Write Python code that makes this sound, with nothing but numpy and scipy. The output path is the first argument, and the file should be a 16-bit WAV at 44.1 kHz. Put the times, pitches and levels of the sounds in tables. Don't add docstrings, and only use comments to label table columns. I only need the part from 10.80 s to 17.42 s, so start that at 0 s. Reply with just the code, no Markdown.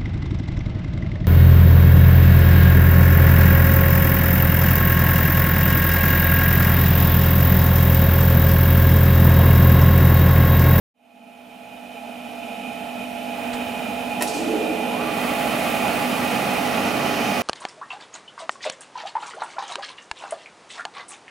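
import sys
import numpy as np
from scipy import signal
from scipy.fft import rfft, irfft, next_fast_len
from scipy.io import wavfile

SR = 44100
rng = np.random.default_rng(int(sys.argv[2]) if len(sys.argv) > 2 else 0)


def put_to_file(sound):
    columns = np.atleast_2d(sound).T
    safe = np.clip(columns, -1, 1)
    whole_steps = np.round(safe * 32767)
    wavfile.write(sys.argv[1], SR, whole_steps.astype(np.int16))


N = 291942
TIME, HZ = np.arange(N) / SR, np.fft.rfftfreq(N, 1 / SR)


def amp(db):
    return 10 ** (np.asarray(db) / 20)


def unit_level(x):
    return x / np.sqrt(np.mean(abs(x) ** 2) + 1e-20)


def curve(points, hz=HZ):
    point_hz, value = np.transpose(points)
    return np.interp(np.log(hz + 1), np.log(point_hz + 1), value)


def ramp(start_s, length_s):
    return np.clip((TIME - start_s) / length_s, 0, 1)


def envelope(start, rise, hold, fall, db):
    return amp(db) * (ramp(start, rise) - ramp(start + rise + hold, fall))


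def drift(rate_hz):
    size = next_fast_len(N, True)
    hz = np.fft.rfftfreq(size, 1 / SR)
    spectrum = rfft(rng.standard_normal(size)) / (1 + (hz / rate_hz) ** 2)
    return unit_level(irfft(spectrum, size)[:N])


def sides(hz, aside=1):
    # frequency in Hz, left minus right level in dB when aside is 1.
    balance = [(60, 2), (110, 2), (200, -3), (380, -2.5), (700, -8.5), (1290, -5.5), (2380, -5.5),
               (4400, -1.5), (8100, 0), (15000, -1)]
    pair = amp(aside * np.multiply.outer([.5, -.5], curve(balance, hz)))
    return pair / pair.mean(0)


def noise(gain, aside=1):
    # frequency in Hz, how alike left and right are (1 means identical).
    likeness = [(25, .55), (60, .82), (130, .93), (250, .89), (600, .7), (1200, .64), (2500, .69),
                (4500, .66), (8000, .96), (14000, .88)]
    alike = curve(likeness)
    left, other = rfft(rng.standard_normal((2, N)))
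    right = alike * left + np.sqrt(1 - alike ** 2) * other
    return irfft(np.array([left, right]) * sides(HZ, aside) * gain, N) * np.sqrt(SR / 2)


def resonances(rows):
    peaks = (amp(db) / (1 + ((HZ - hz) / (0.68 * width)) ** 2) for hz, width, db in rows)
    return np.sqrt(sum(peak ** 2 for peak in peaks))


def iron_body(depth_db):
    axis = np.log(HZ + 500)
    spots = np.linspace(axis[0], axis[-1], 450)
    bumps = np.interp(axis, spots, rng.standard_normal(len(spots)))
    return unit_level(amp(depth_db * bumps))


def flow(open_s=3.38, filled_s=4.096, trickle=.28):
    return trickle * ramp(open_s, .15) + (1 - trickle) * ramp(filled_s, 0.32)


def pressure(start_s=4.42, rise_per_s=0.59):
    return rise_per_s * np.maximum(TIME - start_s, 0)


def workshop(sound, stereo_spread=0.88):
    # frequency in Hz, seconds to fade by 60 dB.
    echo_times = [(200, 0.44), (2000, 0.14), (6000, 0.45), (10000, 0.27), (15000, .15)]
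    common, *each_ear = rng.standard_normal((3, SR))
    hz, t, spectrum = signal.stft(common + stereo_spread * np.array(each_ear), SR, nperseg=256)
    fading = amp(-60 * t / curve(echo_times, hz)[:, None])
    tail = signal.istft(spectrum * fading, SR, nperseg=256)[1]
    return signal.fftconvolve(sound[None], tail / np.linalg.norm(tail[0]), axes=1)[:, :N]


def rumble(idle_db=-22.5, load_db=-6):
    # frequency in Hz, relative level in dB.
    colour = [(25, -101), (80, -63), (200, -58), (270, -65), (400, -61), (1000, -64.5), (2000, -68.5),
              (5000, -85)]
    # start, rise, hold and fall in seconds, then level in dB.
    swell = (2.5, 0.1, 0.3, 0.76, -4.5)
    return noise(amp(curve(colour))) * (amp(idle_db) + envelope(*swell) + amp(load_db) * pressure())


def pump(stroke_hz=50, casing_throb=0.056, broad_throb=0.021, waver_db=1.68):
    # frequency in Hz, width in Hz, relative level in dB.
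    casing = [(200.6, 30, -56), (241, 29.4, -51), (287, 23, -57), (457, 52, -58), (626, 51, -61),
              (733, 23, -62.5), (824, 60, -53), (1324, 124, -68), (2316, 60, -69), (2447, 65, -55),
              (2524, 17, -57.5), (2663, 88, -64.5), (2820, 29, -65), (3019, 76, -63), (3526, 62, -72.5),
              (3764, 110, -71.5), (5120, 180, -80.5), (6860, 570, -82.5), (8940, 400, -83),
              (11300, 180, -79.5), (13350, 350, -99)]
    # frequency in Hz, relative level in dB.
    idle_colour = [(25, -82.5), (70, -72.5), (150, -66.5), (230, -57.5), (350, -69.5), (640, -61.5),
                   (950, -69), (1400, -72.5), (1650, -73), (2900, -69), (4500, -80.5), (7000, -84.5),
                   (13300, -83), (15800, -93)]
    pulses = sum(np.cos(2 * np.pi * (k * stroke_hz * TIME + rng.random())) / np.sqrt(k)
                 for k in (1, 2, 3))
    body = iron_body(depth_db=2.1)
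    ringing = noise(resonances(casing) * body) * (1 + casing_throb * pulses) * amp(waver_db * drift(7.3))
    broad = noise(amp(curve(idle_colour)) * body) * (1 + broad_throb * pulses)
    return ringing + broad


def hum(speed_wander=0.000892, flutter=0.17, flutter_hz=4):
    # pitch in Hz, idle level in dB, change under load in dB, left ear's lead in radians.
    tones = [(244.5, -30.5, -2.5, -0.56), (293.7, -48, 9, -0.74), (297, -49, -9, -.4),
             (537.6, -47.5, 7, -0.16), (577.6, -61, 18, -1), (590, -47.5, 0.5, 0.43),
             (599, -43, -2.5, -1.4), (617.6, -40.5, -1.5, 0.56), (666.7, -43.5, -4.5, 0.075),
             (669, -47, 6, -0.61), (683, -30.5, -5, 0.96), (728.3, -37, 0, -1.3), (787, -46, -0.5, 0.69),
             (813, -41, -3, -0.31), (830.5, -36, 1, -0.47), (844, -41, -3, 0.69), (888, -47, 0, -.3),
             (1004, -52.5, 4.5, .4), (1296, -57, 6, .3), (1308, -47, -8, -1.4), (1415, -51.5, 3, 1),
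             (1776, -55.5, 3.5, 0.93), (1988, -54, 4, 1), (2167, -50.5, -6, .5), (2323, -46, -12, -1.2),
             (2430, -50.5, 1, .6), (2463, -43.5, -3, 0.019), (2552, -41.5, -3.5, 0.28),
             (2778, -51, 4, -0.43), (2998, -46, -4.5, 0.92), (3016, -46, -9, 1), (3487, -56, 2.5, 0.73)]
    shaft_time = np.cumsum(1 + speed_wander * drift(3.25)) / SR
    load = ramp(2.9, 1)
    out = np.zeros((2, N))
    for hz, db, load_db, lead in tones:
        wobble = unit_level(1 + flutter * (drift(flutter_hz) + 1j * drift(flutter_hz)))
        tone = wobble * amp(db + load_db * load) * np.exp(2j * np.pi * (hz * shaft_time + rng.random()))
        ears = sides(hz) * np.exp(1j * lead * np.array([.5, -.5]))
        out += np.outer(ears, tone).real
    return out * np.sqrt(2)


def hand_tap(start_s=2.728, rise_s=0.0036, hold_s=.01, decay_s=.016):
    # frequency in Hz, relative level in dB.
    colour = [(150, -61), (1500, -65), (3500, -66.5), (6000, -77), (7800, -72), (9000, -78), (12000, -84),
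              (15500, -92)]
    dying_s = np.maximum(TIME - start_s - rise_s - hold_s, 0)
    return noise(amp(curve(colour))) * ramp(start_s, rise_s) * np.exp(-dying_s / decay_s)


def lever(ring_db=-2, band_hz=(220, 13500)):
    # start in seconds, level in dB, decay in seconds, treble tilt in roughly dB per octave.
    hits = [(3.4083, -23, 0.0092, -5), (3.414, -21, 0.0047, -5.5), (3.4217, -15, 0.0014, -5),
            (3.4232, -6, 0.0007, 2.5), (3.4243, -17, 0.007, 0), (3.433, -25, .004, 2)]
    # pitch in Hz, relative level in dB, seconds to fade by 60 dB.
    steel_notes = [(380, -20, .06), (600, -21, .05), (1010, -26, .04), (1320, -26, .04), (1850, -23, .04),
                   (2130, -23, .04), (2550, -20, .02), (7900, -20, .01), (10900, -14, .006),
                   (11800, -16, .006)]
    t = np.arange(8192) / SR
    octaves = np.log2((np.fft.rfftfreq(len(t), 1 / SR) + 700) / 4000)
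    knocks = np.zeros(N)
    for start_s, db, decay_s, tilt_db in hits:
        grit = unit_level(irfft(rfft(rng.standard_normal(len(t))) * amp(tilt_db * octaves)))
        first = round(start_s * SR)
        knocks[first:first + len(t)] += amp(db) * grit * np.exp(-t / decay_s)
    steel = sum(amp(db - 60 * t / fade_s) * np.cos(2 * np.pi * hz * t) for hz, db, fade_s in steel_notes)
    ringing = amp(ring_db) * np.std(knocks) * unit_level(signal.fftconvolve(knocks, steel)[:N])
    return signal.sosfilt(signal.butter(2, band_hz, "bandpass", fs=SR, output="sos"), knocks + ringing)


def valve(rise_s=0.0037):
    # start in seconds, level in dB, decay in seconds.
    spurts = [(3.47, 0.5, 0.057), (3.535, -7.5, 0.17)]
    # frequency in Hz, relative level in dB.
    colour = [(1500, -103), (4200, -64.5), (6500, -67), (9000, -68.5), (12000, -80), (15500, -92)]
    loudness = np.zeros(N)
    for start_s, db, decay_s in spurts:
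        age = np.maximum(TIME - start_s, 0)
        loudness += amp(db) * (1 - np.exp(-age / rise_s)) * np.exp(-age / decay_s)
    return noise(amp(curve(colour))) * loudness


def pipe_groan():
    # frequency in Hz, width in Hz, relative level in dB.
    pipe_notes = [(319, 21, -41.5), (435.3, 22, -42.5), (565, 140, -55.5)]
    # start, rise, hold and fall in seconds, then level in dB.
    groans = [(3.405, .02, 0.846, 0.12, -6.5), (3.632, 0.077, .21, .07, -2.5)]
    return noise(resonances(pipe_notes)) * sum(envelope(*row) for row in groans)


def whistle(start_s=3.54, climb_s=.665, low_hz=279.2, top_hz=1173, wobble_hz=42):
    hz = low_hz + (top_hz - low_hz) * ramp(start_s, climb_s) ** 2.2
    blurt = 1 - ramp(start_s, 0.25) ** 4
    settled = ramp(start_s + climb_s, .15)
    level_db = -34 + 8.5 * blurt - 6.5 * settled
    common, left, right = (drift(wobble_hz) + 1j * drift(wobble_hz) for _ in range(3))
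    band = (common + 0.64 * np.array([left, right])) * np.exp(2j * np.pi * np.cumsum(hz) / SR)
    return unit_level(band.real) * ramp(start_s, .025) * amp(level_db) * sides(hz)


def oil(churn_db=0.9, fizz_db=-1.3, thins_from_s=5.3, thin_db_per_s=4.5):
    # frequency in Hz, relative level in dB.
    rush_colour = [(30, -82), (90, -67.5), (190, -54.5), (330, -57), (450, -60), (700, -56.5), (950, -65),
                   (1350, -61.5), (1650, -67.5), (2100, -64), (3200, -71.5), (4500, -77), (8000, -95.5),
                   (15000, -92)]
    fizz_colour = [(2000, -118), (5000, -81), (8000, -80), (11500, -77), (14000, -82.5), (15700, -80)]
    hiss_colour = [(2500, -104), (4300, -76.5), (6000, -75.5), (7500, -90), (12000, -98)]
    rush = noise(amp(curve(rush_colour)) * iron_body(depth_db=2.5), aside=0.62)
    rush *= flow() * amp(churn_db * drift(30))
    fizz = noise(amp(curve(fizz_colour))) * flow() ** 2.7
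    thinning_db = thin_db_per_s * np.maximum(TIME - thins_from_s, 0)
    flicker_db = drift(120)
    fizz *= amp(fizz_db - thinning_db + flicker_db)
    hiss = noise(amp(curve(hiss_colour))) * pressure()
    return rush + fizz + hiss


def scene(knock_db=-2, echo_db=-6, lever_right_db=3):
    knocks = lever()
    ears = amp(lever_right_db * np.array([[-.5], [.5]]))
    clack = (amp(knock_db) * knocks + amp(echo_db) * workshop(knocks)) * ears
    return hum() + pump() + rumble() + hand_tap() + clack + valve() + pipe_groan() + oil() + whistle()


def record(dry, fade_from_s=0.14, fade_to_s=4.89, top_hz=15850):
    faded = dry * np.interp(TIME, [fade_from_s, fade_to_s], [0, 1])
    treble_cut = signal.firwin(511, top_hz, window=("kaiser", 9), fs=SR)
    return signal.oaconvolve(faded, treble_cut[None], "same")


dry = scene()
out = record(dry)
put_to_file(out)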